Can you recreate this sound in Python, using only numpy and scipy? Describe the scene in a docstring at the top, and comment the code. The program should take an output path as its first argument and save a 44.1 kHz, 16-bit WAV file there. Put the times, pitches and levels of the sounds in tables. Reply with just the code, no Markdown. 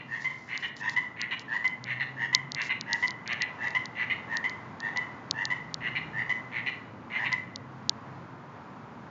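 """Two frogs trade quick two-note calls at a courtyard pond at night, then fall silent.
Each call is a swelling creak and a short accented note. The clear frog yelps with a harmonic tone
chopped by its larynx; the raspy frog barks with larynx snaps that ring its throat.
The walls answer, far traffic hums, and dry ticks and faint rustles sound right at the microphone."""
import sys
import numpy as np
from scipy import signal
from scipy.fft import rfft, irfft, next_fast_len
from scipy.io import wavfile
from scipy.ndimage import uniform_filter1d, map_coordinates

SR = 44100
rng = np.random.default_rng(int(sys.argv[2]) if len(sys.argv) > 2 else 0)


def dump_mix(stems):
    """Bounce the given channels to the path in sys.argv[1] as a 16-bit WAV at rate SR."""
    frames = np.atleast_2d(stems).T  # one column per channel
    limited = np.clip(frames, -1, 1)  # hard clip at full scale
    pcm = np.round(limited * 32767).astype(np.int16)
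    wavfile.write(sys.argv[1], SR, pcm)


N = 401310

# clear frog calls: yelp_start_s, relative_level_db, nominal_pitch_hz
YELP_CALLS = [(0.244, -30, 1019), (.962, -25, 976), (1.642, -25, 1012), (2.328, -25, 998),
              (3.025, -24, 987), (3.748, -24, 996.5), (4.44, -26.5, 997), (4.96, -28.5, 981),
              (5.502, -26.5, 985), (6.293, -26, 993), (7.317, -26.5, 1001)]
# clear voice, vocal sac favours the second harmonic: harmonic_number, level_db
CLEAR_HARMONICS = [(1, -15), (2, -0.5), (3, -21.5), (4, -41), (5, -42.5), (6, -45), (7, -43)]
# clear frog throat noise: freq_hz, gain_db
BREATH_SPECTRUM = [(300, -32), (830, -1), (1400, -7.5), (1900, 4.5), (2400, -4), (2900, -2), (3300, -5.5),
                   (4600, -15.5), (6800, -21), (8000, -31)]
# raspy frog calls: bark_start_s, relative_level_db, bark_tilt_db_per_octave
BARK_CALLS = [(-.06, -36.5, 2), (.625, -32, -1), (1.309, -32, 2), (1.998, -31, 0.5), (2.693, -29.5, -1.5),
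              (3.403, -30, 0), (4.098, -29.5, 2), (5.952, -30.5, 0), (6.662, -31, 1.5), (7.246, -30.5, 0.5)]
# raspy throat during the creak: freq_hz, gain_db
CREAK_SPECTRUM = [(300, -52), (800, -30.5), (1120, -19), (1300, -26.5), (1700, -12.5), (2030, 0),
                  (2270, -10.5), (2550, -17), (2880, -14.5), (3200, -27.5), (4200, -30.5), (4900, -52.5),
                  (6200, -45.5), (8000, -64)]
# raspy throat during the bark: freq_hz, gain_db
BARK_SPECTRUM = [(300, -49.5), (750, -30.5), (1080, -18), (1280, -29.5), (1750, -14), (2020, 2.5),
                 (2180, -13), (2400, -7.5), (2550, -15.5), (2920, -9.5), (3300, -28.5), (4150, -25),
                 (4550, -45.5), (8000, -56.5)]
# courtyard reflections: delay_s, gain_db
WALL_ECHOES = [(0.011, -7.5), (.043, -13), (0.06, -15.5), (.086, -19.5)]
# sharp dry ticks: start_s, peak_db
SHARP_TICKS = [(0.5766, -21), (0.7672, -31.5), (0.8962, -21.5), (1.216, -15.5), (1.3952, -26.5),
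               (1.6793, -26), (1.8414, -24), (2.3496, 1), (2.5198, -17), (2.5481, -16.5), (2.6178, -21),
               (2.8114, -16.5), (2.9316, -9), (3.1073, -22), (3.277, -21), (3.3313, -24.5), (3.421, -13),
               (3.8571, -22), (4.3705, -16), (4.4963, -26), (4.804, -25.5), (4.9734, -19.5), (5.311, -7),
               (5.4543, -12), (5.7431, -12.5), (7.3288, -19), (7.5598, -18.5), (7.895, -2.5)]
# flurries of faint ticks: start_s, length_s, mean_peak_db
TICK_FLURRIES = [(3.072, .06, -30.5), (3.64, .08, -36.5)]
# tick resonance: freq_hz, gain_db
TICK_SPECTRUM = [(200, -39), (1800, -30.5), (2500, -20.5), (3000, -10), (3800, 1.5), (4500, 3), (5600, -4),
                 (6800, -7.5), (7800, -27.5)]
# rustles near the microphone: start_s, length_s, level_db
RUB_STROKES = [(0, .75, -61), (0.196, .068, -51.5), (.571, 0.14, -57.5), (0.755, 0.067, -51.5),
               (0.891, 0.068, -51), (1.387, 0.045, -57), (2.605, .091, -46), (2.919, 0.19, -52)]
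# friction noise: freq_hz, gain_db
RUB_SPECTRUM = [(1000, -31), (2500, -12.5), (3800, 0.5), (5000, 1), (6800, -3), (8000, -5.5)]
# far traffic over time: time_s, relative_rumble_db, relative_tyre_db
TRAFFIC_LEVELS = [(0.0, -55.5, -52.5), (0.68, -54.5, -56.5), (0.96, -55.5, -53), (4.26, -51.5, -47),
                  (5.55, -51.5, -46.5), (7.96, -51, -49.5), (9.1, -52.5, -47)]
# road rumble: freq_hz, gain_db
RUMBLE_SPECTRUM = [(20, -58), (35, -44.5), (55, -23), (75, -15), (100, -5), (125, 0.5), (170, -2),
                   (250, -2), (380, -10.5), (600, -16.5), (1200, -41), (3000, -90)]
# tyre wash: freq_hz, gain_db
TYRE_SPECTRUM = [(150, -27.5), (400, -6), (700, -1.5), (1000, 2.5), (1500, -4.5), (2000, -10), (2800, -19),
                 (4000, -25), (5500, -29.5), (7000, -32.5), (8000, -42)]
# far engines: start_s, length_s, mid_firing_hz, glide_hz_per_s, level_db
ENGINE_PASSES = [(0, 0.41, 138.5, 23.5, -50.5), (1.68, 1.08, 133.5, 20, -46.5),
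                 (5.4, .9, 158.7, -15.5, -49.5), (5.45, 1, 60, -1, -64), (5.1, 1.77, 124.8, -7, -51.5),
                 (6.501, 2, 105.5, -8, -55), (7.05, 1.45, 131.1, 0, -48.5)]


def clear_frog():
    """A pulsed creak that climbs in pitch, then a loud, nearly pure yelp with a rough start."""
    out, t = np.zeros(N), np.arange(SR // 6) / SR
    lead_s, tail_reference_db = .162, -23.5
    for start_s, level_db, yelp_hz in YELP_CALLS:
        # direct level changes as the frog turns; the diffuse tail keeps its level
        tail_db = tail_reference_db - level_db
        climb_hz = 934.3 * (1 + .8 * (np.minimum(t, .11) - .072))
        creak = clear_note(climb_hz, pulse_hz=110, depth=.79, sharpness=3.4,
                           waver=.027, slip_rad=.62, breath_db=-18.5)
        creak = pond_bank(creak, scatter_db=-1, decay_s=.0044)
        creak *= swell(t, length_s=.093, rise_db=16, crest_s=.052, release_s=.005)
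        creak = courtyard(creak, early_db=tail_db - 10.5, late_db=tail_db - 16)
        add(out, start_s - lead_s, amp(level_db - 4.5) * creak)

        lift_hz = yelp_hz * (1.008 + .75 * (np.minimum(t, .04) - .015))
        yelp = clear_note(lift_hz, pulse_hz=102, depth=.6, sharpness=1.5,
                          waver=.016, slip_rad=.31, breath_db=-10.5 - 460 * t)
        yelp *= accent(t, length_s=.033, attack_s=.0009, arch_db=4, release_s=.0023)
        yelp = courtyard(yelp, early_db=tail_db - 11, late_db=tail_db - 17.5)
        add(out, start_s, amp(level_db + .5) * yelp)
    return out


def clear_note(pitch_hz, pulse_hz, depth, sharpness, waver, slip_rad, breath_db):
    """Vocal cords sing a harmonic tone while the larynx chops it into pulses."""
    n = len(pitch_hz)
    cycles = .12 + np.cumsum(pulse_hz * (1 + .07 * wobble(60, n))) / SR
    pulses = np.abs(np.sin(np.pi * cycles)) ** sharpness
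    gate = unit((1 - depth * (1 - pulses)) * amp(1.1 * wobble(110, n)))
    phase = 2 * np.pi * np.cumsum(pitch_hz * (1 + waver * wobble(400, n))) / SR
    # cords restart slightly out of step at each pulse
    phase += slip_rad * uniform_filter1d(rng.standard_normal(n)[cycles.astype(int)], size=110)
    tone = sum(amp(db) * np.sin(k * phase + rng.uniform(0, 2 * np.pi)) for k, db in CLEAR_HARMONICS)
    return gate * (unit(tone) + amp(breath_db) * noise(BREATH_SPECTRUM, n))


def raspy_frog():
    """A dry, rattling creak, then a brighter bark of faster, more ragged snaps."""
    out, t = np.zeros(N), np.arange(SR // 6) / SR
    lead_s, vocal_sac_hz = .146, 2020
    for start_s, level_db, tilt_db_per_octave in BARK_CALLS:
        creak = raspy_note(t, CREAK_SPECTRUM, snap_hz=119, jitter=.025, spread_db=1, rattle=2.6)
        creak = pond_bank(creak, scatter_db=-5.5, decay_s=.015)
        creak *= swell(t, length_s=.081, rise_db=14, crest_s=.051, release_s=.0079)
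        creak = courtyard(creak, early_db=-9, late_db=-17.5)
        add(out, start_s - lead_s, amp(level_db - .96) * creak)

        throat = [(hz, db + tilt_db_per_octave * np.log2(hz / vocal_sac_hz)) for hz, db in BARK_SPECTRUM]
        bark = raspy_note(t, throat, snap_hz=150, jitter=.12, spread_db=.5, rattle=1.5)
        bark = pond_bank(bark, scatter_db=-5.5, decay_s=.005)
        bark *= accent(t, length_s=.037, attack_s=.0006, arch_db=4.5, release_s=.0033)
        bark = courtyard(bark, early_db=-10.5, late_db=-15)
        add(out, start_s, amp(level_db + 2) * bark)
    return out


def raspy_note(t, throat, snap_hz, jitter, spread_db, rattle, rattle_decay_s=.004):
    """Snaps of the larynx, each with a brief rattle, ring the throat."""
    n = len(t)
    gap_draw, level_draw = rng.standard_normal((64, 2)).T
    gaps_s = np.maximum(1 + jitter * gap_draw, .2) / snap_hz
    onsets_s = np.cumsum(gaps_s) - gaps_s[0] + .001
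    snaps = np.bincount((onsets_s * SR).astype(int), amp(spread_db * level_draw), n)[:n]
    decay = np.exp(-t / rattle_decay_s)
    flutter = signal.fftconvolve(snaps, decay / np.linalg.norm(decay))[:n] * rng.standard_normal(n)
    voice = signal.fftconvolve(snaps + rattle * flutter, ring(throat))[:n]
    # steady air pressure gives each snap about the same energy
    power = np.abs(uniform_filter1d(voice ** 2, size=int(1.5 * SR / snap_hz)))
    return voice / np.sqrt(power + 1e-12)


def swell(t, length_s, rise_db, crest_s, release_s):
    """Air pressure in a creak: grows to a crest, holds, cuts off."""
    rise = amp(-rise_db * np.clip(1 - t / crest_s, 0, 1))
    return rise * np.exp(-np.maximum(t - length_s, 0) / release_s)


def accent(t, length_s, attack_s, arch_db, release_s):
    """Air pressure in the second note: sudden start, short arch."""
    arch = amp(-arch_db * (2 * np.minimum(t / length_s, 1) - 1) ** 2)
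    return (1 - np.exp(-t / attack_s)) * arch * np.exp(-np.maximum(t - length_s, 0) / release_s)


def pond_bank(note, scatter_db, decay_s):
    """Stones and leaves around the frog smear its pulses over milliseconds."""
    t = np.arange(SR // 30) / SR
    scatter = rng.standard_normal(len(t)) * np.exp(-t / decay_s)
    response = amp(scatter_db) * scatter / np.linalg.norm(scatter)
    response[0] = 1
    return unit(signal.fftconvolve(note, response)[:len(note)])


def courtyard(note, early_db, late_db, early_t60_s=.41, late_t60_s=.86):
    """Wall echoes and a diffuse tail, slightly different per note as the frog shifts."""
    t = np.arange(SR * 3 // 4) / SR
    build_up = 1 - np.exp(-t / .02)
    response = np.zeros(len(t))
    for level_db, t60_s in (early_db, early_t60_s), (late_db, late_t60_s):
        tail = rng.standard_normal(len(t)) * amp(-60 * t / t60_s) * build_up
        response += amp(level_db) * tail / np.linalg.norm(tail)
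    response[0] = 1
    for delay_s, gain_db in WALL_ECHOES:
        response[int(abs(delay_s + rng.normal(0, .001)) * SR)] += amp(gain_db)
    return signal.fftconvolve(note, response)


def ticks(per_flurry=4, spread_db=5):
    """Single sharp impulses and flurries of faint ones, too near to echo."""
    out = np.zeros(N)
    tick = ring(TICK_SPECTRUM)
    tick /= np.abs(tick).max()
    faint = [(start_s + length_s * rng.uniform(), rng.normal(mean_db, spread_db))
             for start_s, length_s, mean_db in TICK_FLURRIES for _ in range(per_flurry)]
    for start_s, peak_db in list(SHARP_TICKS) + faint:
        add(out, start_s, amp(peak_db) * tick)
    return out


def rubs():
    """Faint strokes of grainy friction, as of a hand shifting its grip."""
    out = np.zeros(N)
    for start_s, length_s, level_db in RUB_STROKES:
        n = int(length_s * SR)
        stroke = signal.windows.tukey(n, .5) * unit(amp(2.5 * wobble(350, n)))
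        add(out, start_s, amp(level_db) * stroke * noise(RUB_SPECTRUM, n))
    return out


def roads():
    """Far roads: low rumble and tyre wash, drifting in level."""
    t = np.arange(N) / SR
    time_s, rumble_db, tyre_db = np.transpose(TRAFFIC_LEVELS)
    rumble = amp(np.interp(t, time_s, rumble_db) + 3.5 + .7 * wobble(6, N)) * noise(RUMBLE_SPECTRUM, N)
    tyres = amp(np.interp(t, time_s, tyre_db) - .2 + .87 * wobble(5, N)) * noise(TYRE_SPECTRUM, N)
    return rumble + tyres


def engines(rev_hz=3.5, fade_share=.42):
    """Far engines hum at their firing rate: swell, glide, rev slightly midway, fade."""
    out = np.zeros(N)
    for start_s, length_s, mid_hz, glide_hz_per_s, level_db in ENGINE_PASSES:
        n = int(length_s * SR)
        from_mid_s = np.arange(n) / SR - length_s / 2
        firing_hz = mid_hz + glide_hz_per_s * from_mid_s - rev_hz * (2 * from_mid_s / length_s) ** 2
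        phase = 2 * np.pi * np.cumsum(firing_hz * (1 + .01 * wobble(14, n))) / SR
        envelope = signal.windows.tukey(n, fade_share) * amp(level_db + 2 * wobble(11, n))
        add(out, start_s, envelope * (np.sin(phase) + amp(-15) * np.sin(2 * phase)))
    return out


def amp(db):
    """Decibels to gain."""
    return 10 ** (np.asarray(db) / 20)


def unit(x):
    """Scale to rms 1."""
    return x / np.sqrt(np.mean(x ** 2) + 1e-20)


def gains(spectrum, size):
    """(freq_hz, gain_db) points to gains on an FFT grid."""
    hz, db = np.transpose(spectrum)
    return amp(np.interp(np.log(np.fft.rfftfreq(size, 1 / SR) + 1), np.log(hz), db))


def noise(spectrum, n):
    """Coloured noise of rms 1."""
    size = next_fast_len(n + 8192)
    return unit(irfft(rfft(rng.standard_normal(size)) * gains(spectrum, size), size)[:n])


def ring(spectrum, size=2048):
    """Minimum-phase impulse response of a spectrum."""
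    cepstrum = irfft(np.log(gains(spectrum, size)))
    cepstrum[1:size // 2] *= 2
    cepstrum[size // 2 + 1:] = 0
    return irfft(np.exp(rfft(cepstrum)))


def wobble(knots_per_s, n):
    """Smooth random curve."""
    knots = rng.standard_normal(int(n * knots_per_s / SR) + 4)
    return map_coordinates(knots, [np.arange(n) * knots_per_s / SR])


def add(track, start_s, x):
    """Mix x into the track; start_s may be negative."""
    start = round(start_s * SR)
    x = x[max(-start, 0):]
    part = track[max(start, 0):][:len(x)]
    part += x[:len(part)]


def scene():
    """Both frogs, small noises at the microphone, far traffic; mono."""
    return (clear_frog() + raspy_frog() + ticks() + rubs() + roads() + engines())[None]


def record(dry):
    """Cut the highs, clip at full scale, add a very faint steady hiss."""
    cutoff_hz, hiss_db, top_hz = 7250, -92.5, 15500
    size = next_fast_len(N + SR // 2)
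    hz = np.fft.rfftfreq(size, 1 / SR)
    lowpass = 1 / np.sqrt(1 + (hz / cutoff_hz) ** 80)
    heard = np.clip(irfft(rfft(dry, size) * lowpass, size)[:, :N], -1, 1)
    heard += amp(hiss_db) * rng.standard_normal(heard.shape)
    return irfft(rfft(heard, size) * (hz < top_hz), size)[:, :N]


dry = scene()
out = record(dry)
dump_mix(out)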